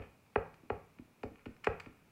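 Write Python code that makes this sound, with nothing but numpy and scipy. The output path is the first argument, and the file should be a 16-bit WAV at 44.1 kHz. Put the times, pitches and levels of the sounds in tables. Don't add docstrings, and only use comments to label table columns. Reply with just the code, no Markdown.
import sys
import numpy as np
from scipy import signal
from scipy.fft import rfft, irfft, next_fast_len
from scipy.io import wavfile

SR = 44100
rng = np.random.default_rng(int(sys.argv[2]) if len(sys.argv) > 2 else 0)


def int16_out(signal):
    q = np.round(np.clip(np.atleast_2d(signal).T, -1, 1) * 32767)
    wavfile.write(sys.argv[1], SR, q.astype(np.int16))


N = 93403

# t/s, force/dB, treble cut-off/Hz, hand's weight/dB, touch crackle/dB
TAPS = [(-0.015, -33, 1003, -44.5, -40), (0.3583, -19.5, 1570, -48, -40), (0.7012, -25, 1160, -44, -38),
        (0.988, -57, 500, -43.5, -30), (1.234, -31.5, 800, -39, -11.5), (1.4588, -39.5, 584, -39, -16),
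        (1.6696, -20, 2300, -53, -15.5), (1.862, -44.5, 446, -45, -18)]
# f/Hz, level/dB, ring time/s
BLOCK_TONES = [(1190, -15.5, 0.0094), (1408, -3.5, 0.01), (1828, -10, 0.018), (2256, -4, 0.0085),
               (2470, -9, 0.014), (2838, -4, 0.011), (4190, -17, 0.017)]
# f/Hz, level/dB
CRACKLE_COLOUR = [(500, -18), (2500, -9.5), (4500, 7), (6300, 4.5), (7700, 13.5), (10000, 5), (15000, 16.5)]


def amp(db):
    return 10 ** (np.asarray(db) / 20)


def unit(x):
    return x / np.sqrt(np.mean(x ** 2) + 1e-20)


def along(points, hz):
    freqs, values = np.transpose(points)
    return np.interp(np.log(hz + 1), np.log(freqs + 1), values)


def filtered(x, response):
    size = next_fast_len(len(x) + SR // 4)
    return irfft(rfft(x, size) * response(np.fft.rfftfreq(size, 1 / SR)), size)[:len(x)]


def coloured(x, points, size=4096):
    cepstrum = irfft(np.log(amp(along(points, np.fft.rfftfreq(size, 1 / SR)))))
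    cepstrum[1:size // 2] *= 2
    cepstrum[size // 2 + 1:] = 0
    return signal.fftconvolve(x, irfft(np.exp(rfft(cepstrum))))[:len(x)]


def add(track, s, sound):
    start = round(s * SR)
    sound = sound[max(-start, 0):]
    part = track[max(start, 0):][:len(sound)]
    part += sound[:len(part)]


def struck(tones):
    t = np.arange(SR // 2) / SR
    scatter_db = rng.normal(0, .8, len(tones))
    return sum(amp(db + offset - 60 * t / ring_s) * np.sin(2 * np.pi * hz * t)
               for (hz, db, ring_s), offset in zip(tones, scatter_db))


def cushioned(x, cut_hz):
    return signal.sosfilt(signal.butter(2, cut_hz, fs=SR, output="sos"), x)


def thinned(x, cut_hz):
    return signal.sosfilt(signal.butter(2, cut_hz, "high", fs=SR, output="sos"), x)


def dispersed(x, lag_s):
    return filtered(x, lambda hz: np.exp(-4j * np.pi * lag_s * np.sqrt(1000 * hz)))


def in_room(x, echo_db, gap_s=.009):
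    # f/Hz, ring time/s
    ring_times = [(100, 0.71), (400, 0.22), (1000, 0.5), (2500, 0.45), (5000, 0.36), (12000, 0.17)]
    # f/Hz, level/dB
    echo_colour = [(60, -1), (300, -4), (500, -1.5), (1000, -6), (2500, -7), (4000, -8.5), (12000, -6.5)]
    hz, t, noise = signal.stft(rng.standard_normal(SR // 2), SR, nperseg=256)
    fade = amp(-60 * t / along(ring_times, hz)[:, None])
    tail = signal.istft(noise * fade, SR, nperseg=256)[1]
    tail = coloured(tail / np.linalg.norm(tail), echo_colour)
    out = x.copy()
    add(out, gap_s, amp(echo_db) * signal.fftconvolve(x, tail))
    return out


def room_tone():
    # f/Hz, relative level/dB
    noise_colour = [(20, -28), (50, -8), (100, -1), (250, -3), (600, -11), (1200, -13), (1800, -19),
                    (2450, -13), (3100, -23), (5000, -26), (8000, -28.5), (15000, -30)]
    noise = filtered(rng.standard_normal(N), lambda hz: amp(along(noise_colour, hz)))
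    return amp(-67.5) * unit(thinned(noise, cut_hz=33))


def ink_peels(snaps_per_s=900):
    # t/s, length/s, level/dB, crackle against rattle/dB
    peels = [(0.005, 0.0454, -62.5, -2.5), (1.377, 0.043, -70, -5.5), (1.455, 0.015, -62.5, -1),
             (1.6388, 0.026, -52, 1.5)]
    track, t = np.zeros(N), np.arange(SR // 2) / SR
    for s, length, db, crackle_db in peels:
        swell = np.sin(np.pi * np.minimum(t / length, 1)) ** .5
        snaps = (rng.random(len(t)) < snaps_per_s / SR) * rng.standard_normal(len(t))
        rattle = signal.fftconvolve(snaps, struck(BLOCK_TONES))[:len(t)]
        rasp = unit(rattle) + amp(crackle_db) * unit(coloured(snaps, CRACKLE_COLOUR))
        add(track, s, amp(db) * in_room(swell * rasp, echo_db=0))
    return track


def block_ticks(touch_lead_s=0.001785, touch_rise_s=0.001, click_rise_s=0.00056, crackle_fade_s=0.036):
    # t/s, level/dB, crackle/dB
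    clicks = [(0.025, -68, -28.5), (0.5415, -53, -8), (1.357, -53, -24), (1.565, -58, -7),
              (1.6438, -34, -6), (1.799, -43, -0.5), (1.803, -38.5, -17)]
    touches = [(s - touch_lead_s, -23 + 0.47 * force_db, crackle_db)
               for s, force_db, _, _, crackle_db in TAPS]
    track, t = np.zeros(N), np.arange(SR // 2) / SR
    for contacts, rise_s in [(touches, touch_rise_s), (clicks, click_rise_s)]:
        for s, db, crackle_db in contacts:
            hiss = coloured(rng.standard_normal(len(t)), CRACKLE_COLOUR)
            crackle = amp(crackle_db - 60 * t / crackle_fade_s) * hiss
            ring = dispersed(struck(BLOCK_TONES), lag_s=0.000804)
            tick = thinned(ring + crackle, cut_hz=1000) * (1 - np.exp(-t / rise_s))
            add(track, s, amp(db) * in_room(tick, echo_db=-3.5))
    return track


def table_thuds(delay_s=0.0039):
    # f/Hz, level/dB, ring time/s
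    deep_tones = [(66.2, 6, 0.14), (94.7, 12.5, 0.13), (124, -19, 0.023)]
    track = np.zeros(N)
    for s, force_db, *_ in TAPS:
        bend = cushioned(struck(deep_tones), cut_hz=101)
        thud = dispersed(thinned(bend, cut_hz=41), lag_s=0.00354)
        thud_db = -22.5 + 0.63 * force_db
        add(track, s + delay_s, amp(thud_db) * in_room(thud, echo_db=-15))
    return track


def hand_pushes(delay_s=.0025, edge_echo_s=.025, edge_echo_db=-8):
    # f/Hz, level/dB, ring time/s
    table_tones = [(147, -5.5, 0.041), (253.6, 7.5, 0.045), (304.6, -4, 0.087)]
    # t/s, level/dB
    nudges = [(0.627, -51), (1.309, -48)]
    presses = [(s, weight_db) for s, _, _, weight_db, _ in TAPS]
    track = np.zeros(N)
    for s, db in presses + nudges:
        soft_push = cushioned(struck(table_tones), cut_hz=387)
        bump = amp(db) * dispersed(soft_push, lag_s=0.002857)
        add(track, s + delay_s, in_room(bump, echo_db=-7))
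        add(track, s + delay_s + edge_echo_s, amp(edge_echo_db) * bump)
    return track


def case_knocks(bounce_s=0.00445, bounce_db=-7):
    # f/Hz, level/dB, ring time/s
    case_tones = [(460.3, 1, 0.031), (541.7, -5.5, 0.059), (726, -12.5, 0.042), (780.6, -2.5, 0.023),
                  (933, -8.5, 0.025), (1151, -8.5, 0.026), (1359, -10, 0.027), (1596, -10, 0.025),
                  (1902, -14, 0.029), (2470, -3.5, 0.0057)]
    # f/Hz, level/dB, ring time/s
    table_top_tones = [(159.8, -27.5, 0.66), (431.2, -18, 0.17), (463.7, -16.5, 0.18), (510, -19, 0.23),
                       (558.5, -18.5, 0.22), (726, -18.5, 0.073), (821, -26, 0.16), (1290, -25.5, 0.19)]
    track = np.zeros(N)
    for s, force_db, contact_hz, _, _ in TAPS:
        blow = thinned(cushioned(struck(case_tones), contact_hz), cut_hz=260)
        clack = blow.copy()
        add(clack, bounce_s, amp(bounce_db) * cushioned(blow, cut_hz=970))
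        ring = dispersed(cushioned(struck(table_top_tones), contact_hz), lag_s=.009)
        knock = in_room(dispersed(clack, lag_s=0.002051), echo_db=-7, gap_s=0.014)
        add(track, s, amp(force_db) * (knock + ring))
    return track


def scene():
    # f/Hz, level/dB
    microphone = [(30, -12), (100, -8), (1900, 4.5), (2500, 7.5), (2900, -3), (3400, -2), (5000, -6.5),
                  (15000, -38)]
    tapping = case_knocks() + hand_pushes() + table_thuds() + block_ticks() + ink_peels()
    return (coloured(tapping, microphone) + room_tone())[None]


def record(dry):
    top_hz = 15800
    return np.array([filtered(channel, lambda hz: hz < top_hz) for channel in dry])


dry = scene()
out = record(dry)
int16_out(out)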